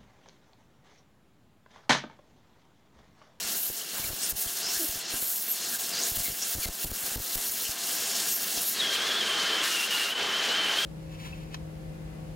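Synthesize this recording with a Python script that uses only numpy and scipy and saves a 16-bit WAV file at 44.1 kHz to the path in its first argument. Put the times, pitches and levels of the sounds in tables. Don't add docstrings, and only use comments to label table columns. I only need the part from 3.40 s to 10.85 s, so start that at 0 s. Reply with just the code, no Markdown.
import sys
import numpy as np
from scipy import signal
from scipy.fft import rfft, irfft, next_fast_len
from scipy.io import wavfile

SR = 44100
rng = np.random.default_rng(int(sys.argv[2]) if len(sys.argv) > 2 else 0)


def materialize(psi):
    bounded = np.clip(np.atleast_2d(psi).T, -1, 1)
    quanta = np.round(bounded * 32767).astype(np.int16)
    wavfile.write(sys.argv[1], SR, quanta)


def invert_db(level):
    return 10 ** (np.asarray(level, dtype=float) / 20)


N = 328545
T = np.arange(N) / SR
HOP = 16
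LIFT_S, LIFT_FADE_S = 5.36, 0.04
LEVER_EDGE_S = 0.012
# t/s, peak level/dB, length/ms
BLASTS = [(0.703, -30.5, 4.8), (0.9256, -32.5, 8.7), (.9503, -37, 3.9), (1.063, -33.5, 5.7),
          (1.4927, -34, 4.8), (2.7184, -31, 4.1), (2.7733, -30.5, 6.4), (2.7824, -34, 5.7),
          (2.8028, -31, 3), (2.9, -32, 3), (2.9217, -36, 2.6), (3.1524, -30.5, 4.9), (3.1636, -31, 7.4),
          (3.1833, -29, 4.5), (3.2577, -27.5, 6.7), (3.2882, -27.5, 7.9), (3.449, -27, 8.8),
          (3.4964, -34.8, 5.6), (3.517, -27.5, 6.2), (3.7598, -26, 5), (3.778, -29, 5.8),
          (3.8004, -30, 4.4), (3.9572, -28.5, 12.5), (4.293, -34, 4.0)]


def rms_one(x):
    return x / np.sqrt(np.mean(np.abs(x) ** 2) + 1e-20)


def in_time(rows):
    s, *columns = np.transpose(rows)
    return np.array([np.interp(T, s, c) for c in columns])


def low_pass(x, cut_hz):
    return signal.sosfilt(signal.butter(2, cut_hz, fs=SR, output="sos"), x)


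def drift(rate_hz, count, hop=1):
    r = np.exp(-2 * np.pi * rate_hz * hop / SR)
    run_in = 2000
    noise = rng.standard_normal(count + run_in)
    return rms_one(signal.lfilter([1], [1, -2 * r, r * r], noise)[run_in:])


def swings(rows):
    collapse_share = 0.79
    out = np.zeros(N)
    for s, length_s, height in rows:
        span = slice(max(round((s - 2 * length_s) * SR), 0), round((s + 2 * length_s) * SR))
        along = 2 * (T[span] - s) / length_s
        out[span] += height * np.exp(-(along / np.where(along > 0, collapse_share, 1)) ** 2)
    return out


def whistle(pitch_hz, width_hz, steady):
    count = len(pitch_hz)
    strength = steady + drift(width_hz, count) + 1j * drift(width_hz, count)
    return rms_one(np.real(strength * np.exp(2j * np.pi * np.cumsum(pitch_hz) / SR)))


def kerf():
    # t/s, level/dB
    flow = [
        (0.0, 0),
        (0.6, -3.5),
        (1.2, 0.7),
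        (1.8, -2.5),
        (2.4, 1.1),
        (3.0, 1.35),
        (3.6, -0.8),
        (4.2, 0.66),
        (4.8, 5.0),
        (5.4, 0.6),
    ]
    # peak t/s, length/s, size/dB
    pinches = [(0.215, 0.2, 6), (0.663, 0.081, 6), (0.903, 0.035, 6), (1.023, 0.07, 7), (1.432, 0.15, 8),
               (1.871, 0.21, 7.5), (2.03, 0.11, 7), (2.11, 0.11, 6), (2.34, 0.035, 5), (2.809, 0.2, 11),
               (3.108, 0.11, 4.0), (3.258, 0.13, 6.2), (3.447, 0.04, 9), (3.966, 0.07, 6.5),
               (4.106, 0.1, 6), (4.954, 0.11, 4), (5.273, 0.14, 4.5)]
    # peak t/s, length/s, size/dB
    gapes = [
        (0.075, 0.11, 4),
        (0.843, 0.07, 7),
        (1.312, 0.21, 4.5),
        (1.611, 0.047, 1.5),
        (1.741, 0.22, 3),
        (2.25, 0.15, 2.5),
        (2.639, 0.12, 4),
        (3.028, 0.04, 4),
        (5.183, 0.034, 2.5),
    ]
    # peak t/s, length/s, size/dB
    smothers = [(.045, 0.086, 6.0), (.464, 0.11, 7.1), (.813, 0.15, 3.5), (1.252, .11, 7.5),
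                (1.661, .12, 18), (2.23, 0.12, 3.5), (2.579, 0.15, 6.5), (2.819, 0.049, 7),
                (3.038, .064, 5.0), (3.317, .04, 5), (4.385, 0.14, 7.5), (4.754, 0.27, 5),
                (5.37, 0.063, 7.0)]
    # peak t/s, length/s, size/dB
    chokes = [(0.224, 0.07, 2), (0.314, 0.062, 4), (0.953, 0.04, 5), (1.142, 0.07, 2.4), (2.06, 0.28, 3),
              (2.38, 0.03, 5.0), (2.739, 0.049, 4.5), (2.958, 0.2, 4), (3.357, 0.12, 4), (3.497, 0.042, 7),
              (3.846, 0.089, 1.5), (4.106, 0.048, 2.5), (4.345, 0.11, 2), (4.974, 0.16, 3)]
    # peak t/s, length/s, size/dB
    belches = [(.125, 0.1, 3), (.574, 0.13, 6), (.673, 0.093, 4), (.89, .06, 1.5), (1.751, 0.089, 4.5),
               (2.08, 0.057, 4.5), (2.58, .12, 3), (2.78, 0.066, 4), (3.278, 0.057, 3.6), (3.677, .07, 3),
               (3.976, 0.042, 7), (4.26, 0.052, -1.5), (5.2, .08, 1.5)]
    by_flow = [0.97, 0.93, 1.2, 0.53]
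    by_pinch = [-0.12, -0.12, 0.13, 0.78]
    by_gape = [0.56, 0.51, 1.05, -0.0093]
    by_smother = [-0.0072, .05, -0.051, -1.14]
    by_choke = [-0.77, -1.04, -1.4, -1.07]
    by_belch = [1.2, 0.97, 0.14, .02]
    level_db = np.outer(by_flow, in_time(flow)[0])
    for share, rows in [(by_pinch, pinches), (by_gape, gapes), (by_smother, smothers),
                        (by_choke, chokes), (by_belch, belches)]:
        level_db = level_db + np.outer(share, swings(rows))
    return level_db


def fan():
    # f/Hz, level/dB
    lines = [
        (693, -59.5),
        (1517, -66),
        (117.5, -75),
    ]
    ride_db = np.clip(kerf()[0], -8, 5)
    hum = sum(invert_db(db) * whistle(np.full(N, hz), width_hz=5.3, steady=2.2) for hz, db in lines)
    return invert_db(0.91 * ride_db) * hum


def shop(x):
    t60_s, wall_s = 0.084, 0.003
    age_s = np.arange(round(0.3 * SR)) / SR
    tail = rng.standard_normal(len(age_s)) * invert_db(-60 * age_s / t60_s) * (age_s > wall_s)
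    return signal.fftconvolve(x, tail / np.linalg.norm(tail))[:N]


def blow_backs():
    # t/s, peak level/dB
    spits = [(0.3009, -31.5), (0.3032, -34), (0.5976, -30), (.7087, -34), (.7318, -30.5), (1.557, -32.5),
             (1.7387, -31), (1.7412, -28), (1.8263, -32), (2.884, -31.5), (3.4438, -29), (3.638, -33),
             (3.7174, -33), (5.1752, -29.5)]
    # t/s, peak level/dB
    puffs = [(.048, -45), (0.54, -47), (.611, -51), (.628, -42), (.647, -34), (.676, -39), (.693, -39),
             (1.371, -41), (1.5645, -39), (1.773, -55), (1.841, -54), (2.39, -53), (2.7519, -44),
             (3.47, -38), (3.971, -42), (4.1, -46), (4.18, -50)]
    spit_ms, puff_ms = 0.81, 4.1
    capsule_sag_s = 0.0099
    rises, falls = np.zeros((2, N))
    pulses = [*BLASTS, *[(*row, spit_ms) for row in spits], *[(*row, puff_ms) for row in puffs]]
    for s, peak_db, length_ms in pulses:
        rises[round(s * SR)] += invert_db(peak_db)
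        falls[round((s + length_ms / 1000) * SR)] += invert_db(peak_db)
    front = signal.lfilter([13.0], [1, -np.exp(-1 / (0.00081 * SR))], rises ** 2)
    pressure = low_pass(0.64 * np.cumsum(rises) + front, 1500) - low_pass(0.7 * np.cumsum(falls), 990)
    eddy = signal.lfilter([1], [1, -np.exp(-1 / (0.013 * SR))], falls + 0.17 * rises) * drift(420.0, N)

    start_s, end_s, flutter_hz, flutter_db = 1.393, 1.458, 325, -36
    turn = 2 * np.pi * np.cumsum(flutter_hz * (1 + 0.0465 * drift(31.6, N))) / SR
    beating = np.clip(np.minimum(T - start_s, end_s - T) / 0.0037, 0, 1)
    flutter = invert_db(flutter_db + 1.8 * drift(40.0, N)) * beating * (np.cos(turn) + 0.34 * np.cos(2 * turn))
    sag = np.exp(-1 / (capsule_sag_s * SR))
    return signal.lfilter([1, -1], [1, -sag], pressure + low_pass(0.1 * eddy, 1700) + flutter)


def gain_control():
    duck_from_db, duck_slope, duck_most_db = -19.5, 1.8, 9.5
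    recovery_s = 0.013
    drop_db = np.zeros(N)
    for s, peak_db, length_ms in BLASTS:
        span = slice(round(s * SR), round((s + 0.15) * SR))
        impulse_db = peak_db + 20 * np.log10(length_ms)
        duck_db = np.clip(duck_slope * (impulse_db - duck_from_db), 0, duck_most_db)
        held = np.exp(-np.clip(T[span] - s - length_ms / 1000, 0, None) / recovery_s)
        drop_db[span] = np.maximum(drop_db[span], duck_db * held)
    return invert_db(-drop_db)


def squeals():
    # start t/s, length/s, start f/Hz, end f/Hz, level/dB
    glides = [(.40, 0.029, 3050, 3010, -42.5), (0.628, .024, 2340, 2130, -40),
              (.797, 0.073, 7200, 9900, -35), (1.074, 0.011, 3300, 3300, -37),
              (1.222, 0.095, 4800, 5580, -33.5), (1.345, 0.036, 1690, 1700, -42),
              (2.317, .043, 1665, 1624, -41), (2.502, .06, 5300, 4340, -37), (2.55, .06, 4429, 5200, -35),
              (2.606, .048, 5359, 7330, -30.5), (2.839, .05, 2230, 2090, -42.5),
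              (3.004, .036, 5700, 5670, -34.5), (3.02, 0.022, 6900, 7000, -35.5),
              (3.208, .052, 4860, 4200, -38.5), (3.215, 0.053, 2450, 2100, -41),
              (4.243, .035, 2950, 2900, -37.5), (5.355, .025, 4350, 4170, -37)]
    # start t/s, length/s, level/dB
    shrieks = [
        (0.136, 0.17, -34),
        (0.884, .03, -32),
        (1.788, 0.22, -34),
        (2.075, .066, -28.5),
        (2.676, .026, -34),
        (3.725, 0.035, -39),
        (4.05, .05, -38),
        (4.9, 0.079, -30),
        (5.245, .06, -31.5),
    ]
    glide_blur = 0.055
    rows = [(s, length_s, from_hz, to_hz, glide_blur * from_hz, db)
            for s, length_s, from_hz, to_hz, db in glides]
    rows += [(s, length_s, 13100, 12400, 120 + 4100 * length_s, db) for s, length_s, db in shrieks]
    out = np.zeros(N)
    for start_s, length_s, from_hz, to_hz, width_hz, level_db in rows:
        span = slice(round(start_s * SR), round((start_s + length_s) * SR))
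        along = np.linspace(0, 1, span.stop - span.start)
        swell = np.sin(np.pi * along ** 1.5) ** 0.5
        pitch_hz = from_hz + along * (to_hz - from_hz)
        out[span] += invert_db(level_db) * swell * whistle(pitch_hz, width_hz, steady=0)
    return out


def jet(span, levels_db, bands_hz, colour, gust_db, patchy_db, sputter_db, near):
    # f/Hz, width/Hz, lift/dB
    bench = [(335, 280, 2.5), (428, 49, 0), (774, 37, 1), (1130, 130, 1), (1280, 23, 1.5), (1670, 100, 4.5),
             (1850, 60, 0.5), (2230, 51, 3), (2540, 100, -0.5), (2728, 55, 5.5), (3700, 120, -1.5),
             (4250, 67, 6.5), (5000, 130, -0.5), (5470, 420, 3.5), (6740, 690, 3.5)]
    count = span.sum()
    curves_db = levels_db[:, span][:, ::HOP]
    curves_db = curves_db - 10 * np.log10(np.mean(invert_db(2 * curves_db), axis=1, keepdims=True))
    steps, size = curves_db.shape[1], next_fast_len(count)
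    hz = np.maximum(np.fft.rfftfreq(size, 1 / SR), 1)
    colour_hz, colour_db = np.transpose(colour)
    shape_db = np.interp(np.log(hz), np.log(colour_hz), colour_db)
    for peak_hz, width_hz, lift_db in bench:
        shape_db = shape_db + near * lift_db / (1 + (2 * (hz - peak_hz) / width_hz) ** 2)
    noise = rfft(rng.standard_normal(size)) * invert_db(shape_db)
    gust, sputter = drift(14.0, steps, hop=HOP), drift(115.0, steps, hop=HOP)
    band = np.maximum(2 * np.log2(hz / 88), 0)
    centres = 2 * np.log2(np.array(bands_hz) / 88)
    out = 0
    for k in range(16):
        share = np.clip(1 - np.abs(band - k), 0, 1)
        place = np.interp(k, centres, np.arange(4))
        low = min(int(place), 2)
        level_db = curves_db[low] + (place - low) * (curves_db[low + 1] - curves_db[low])
        flicker_db = place / 3 * (gust_db * gust + sputter_db * sputter)
        flicker_db = flicker_db + patchy_db * drift(17.4, steps, hop=HOP)
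        gain = np.interp(np.arange(count) / HOP, np.arange(steps), invert_db(level_db + flicker_db))
        out = out + gain * irfft(noise * share, size)[:count]
    return rms_one(out)


def lever(release_s):
    # start t/s, end t/s
    presses = [
        (6.224, 6.452),
        (6.497, 6.7),
    ]
    return sum(np.clip(np.minimum((T - start_s) / LEVER_EDGE_S, 1 + (end_s - T) / release_s), 0, 1)
               for start_s, end_s in presses)


def flame():
    # t/s, level/dB, sharpness/dB
    strength = [
        (5.38, -38.5, 8),
        (5.48, -36, 2),
        (6.19, -33, 0),
        (6.46, -37, -0.3),
        (6.61, -33.5, -2.5),
        (6.75, -38, -6),
        (6.8, -33, -3.7),
        (7.36, -33, 0.8),
        (7.45, -37, 7),
    ]
    # peak t/s, length/s, size/dB
    flickers = [
        (5.54, 0.096, 5.5),
        (5.68, .1, 2.5),
        (6.1, 0.074, 0.5),
        (6.19, 0.054, -2),
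        (6.8, 0.084, -1),
        (7.08, 0.13, 2.5),
        (7.2, 0.17, -3),
    ]
    by_level = [0.59, 1.3, 0.99, 0.32]
    by_sharpness = [.05, .05, .6, 1.01]
    by_lever = [-3.5, 0.1, 3.5, 9.5]
    level_db, sharp_db = in_time(strength)
    out_db = np.outer(by_level, level_db) + np.outer(by_sharpness, sharp_db + swings(flickers))
    return out_db + np.outer(by_lever, lever(release_s=0.045))


def free_jet(free):
    bands_hz = [450, 1600, 5300, 11000]
    # f/Hz, density/dB per Hz
    colour = [(24, -71), (40, -33), (69, -31), (203, -9), (430, -6.5), (909, -9), (1540, -3), (2350, -6),
              (3090, -2.5), (3510, -4), (4180, -5), (6710, -11.5), (15700, -22.5)]
    # t/s, f/Hz, level/dB
    pitch_track = [(5.375, 3850, -46), (5.405, 3770, -29), (5.42, 3270, -30.5), (5.58, 3170, -35),
                   (5.67, 3425, -34.5), (5.75, 3310, -32), (5.85, 3168, -33.5), (6.04, 3030, -34),
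                   (6.1, 3120, -32.5), (6.21, 3070, -34), (6.26, 3124, -38.5), (6.44, 3030, -33.5),
                   (6.48, 3110, -41), (6.52, 3110, -32.5), (6.7, 3030, -35), (7.04, 3085, -35),
                   (7.35, 3093, -31), (7.45, 3250, -31.5)]
    # peak t/s, length/s, shift/Hz
    jogs = [
        (5.783, .035, 260),
        (6.226, .025, 480),
        (7.12, .06, -120),
        (7.28, .025, -190),
        (7.345, .05, -120),
    ]
    pitch_hz, level_db = in_time(pitch_track)[:, free]
    lever_sag = 0.085
    pitch_hz = (pitch_hz + swings(jogs)[free]) * (1 - lever_sag * lever(LEVER_EDGE_S)[free])
    wobble = 1 + 0.01335 * drift(46.0, len(pitch_hz))
    tone = invert_db(level_db - 0.1) * whistle(pitch_hz * wobble, width_hz=100, steady=2.4)
    skirt = invert_db(level_db - 6.5) * whistle(pitch_hz * 1.02, width_hz=320, steady=0)
    half = invert_db(level_db - 14.0) * whistle(pitch_hz / 2, width_hz=60, steady=0.91)
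    roar = jet(free, flame(), bands_hz, colour, gust_db=0.5, patchy_db=1.14, sputter_db=0.44, near=0.46)
    return invert_db(-30) * roar + tone + skirt + half


def cut_jet(cutting):
    bands_hz = [500, 2300, 6300, 13000]
    # f/Hz, density/dB per Hz
    colour = [(24, -57), (40, -20), (87, -24.5), (188, -6.5), (625, -10), (674, -8.5), (1060, -11.5),
              (1580, -7.5), (2470, -10.5), (2800, -5), (4280, -4), (12500, -2.5), (15700, -2.5)]
    hiss = jet(cutting, kerf(), bands_hz, colour, gust_db=0.6, patchy_db=1.43, sputter_db=1.14, near=0.82)
    return invert_db(-31) * hiss


def torch():
    lifted = np.clip((T - LIFT_S) / LIFT_FADE_S + 0.5, 0, 1)
    cutting, free = lifted < 1, lifted > 0
    out = np.zeros(N)
    out[cutting] += np.sqrt(1 - lifted[cutting]) * cut_jet(cutting)
    out[free] += np.sqrt(lifted[free]) * free_jet(free)
    return out


def scene():
    shop_db, side_db = -10.5, -22
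    direct = torch() + squeals() + fan()
    direct = signal.sosfilt(signal.butter(1, 130, "high", fs=SR, output="sos"), direct)
    air = (direct + invert_db(shop_db) * low_pass(shop(direct), 2900)) * gain_control()
    pops = blow_backs()
    side = shop(air)
    side = invert_db(side_db + 5.0 * drift(12.0, N)) * (side - 0.53 * low_pass(side, 2200))
    side = side + 0.074 * (pops + low_pass(air, 770))
    side = side + (0.024 + 0.011 * (T > LIFT_S)) * air
    return air + pops + side * [[1], [-1]]


def roll_off(x):
    return signal.sosfilt(signal.butter(12, 16900, fs=SR, output="sos"), x)


def record(dry):
    top_hz = 15810
    size = next_fast_len(N)
    passed = np.fft.rfftfreq(size, 1 / SR) < top_hz
    mix = irfft(rfft(dry, size) * passed, size)[:, :N]
    return roll_off(mix)


dry = scene()
out = record(dry)
materialize(out)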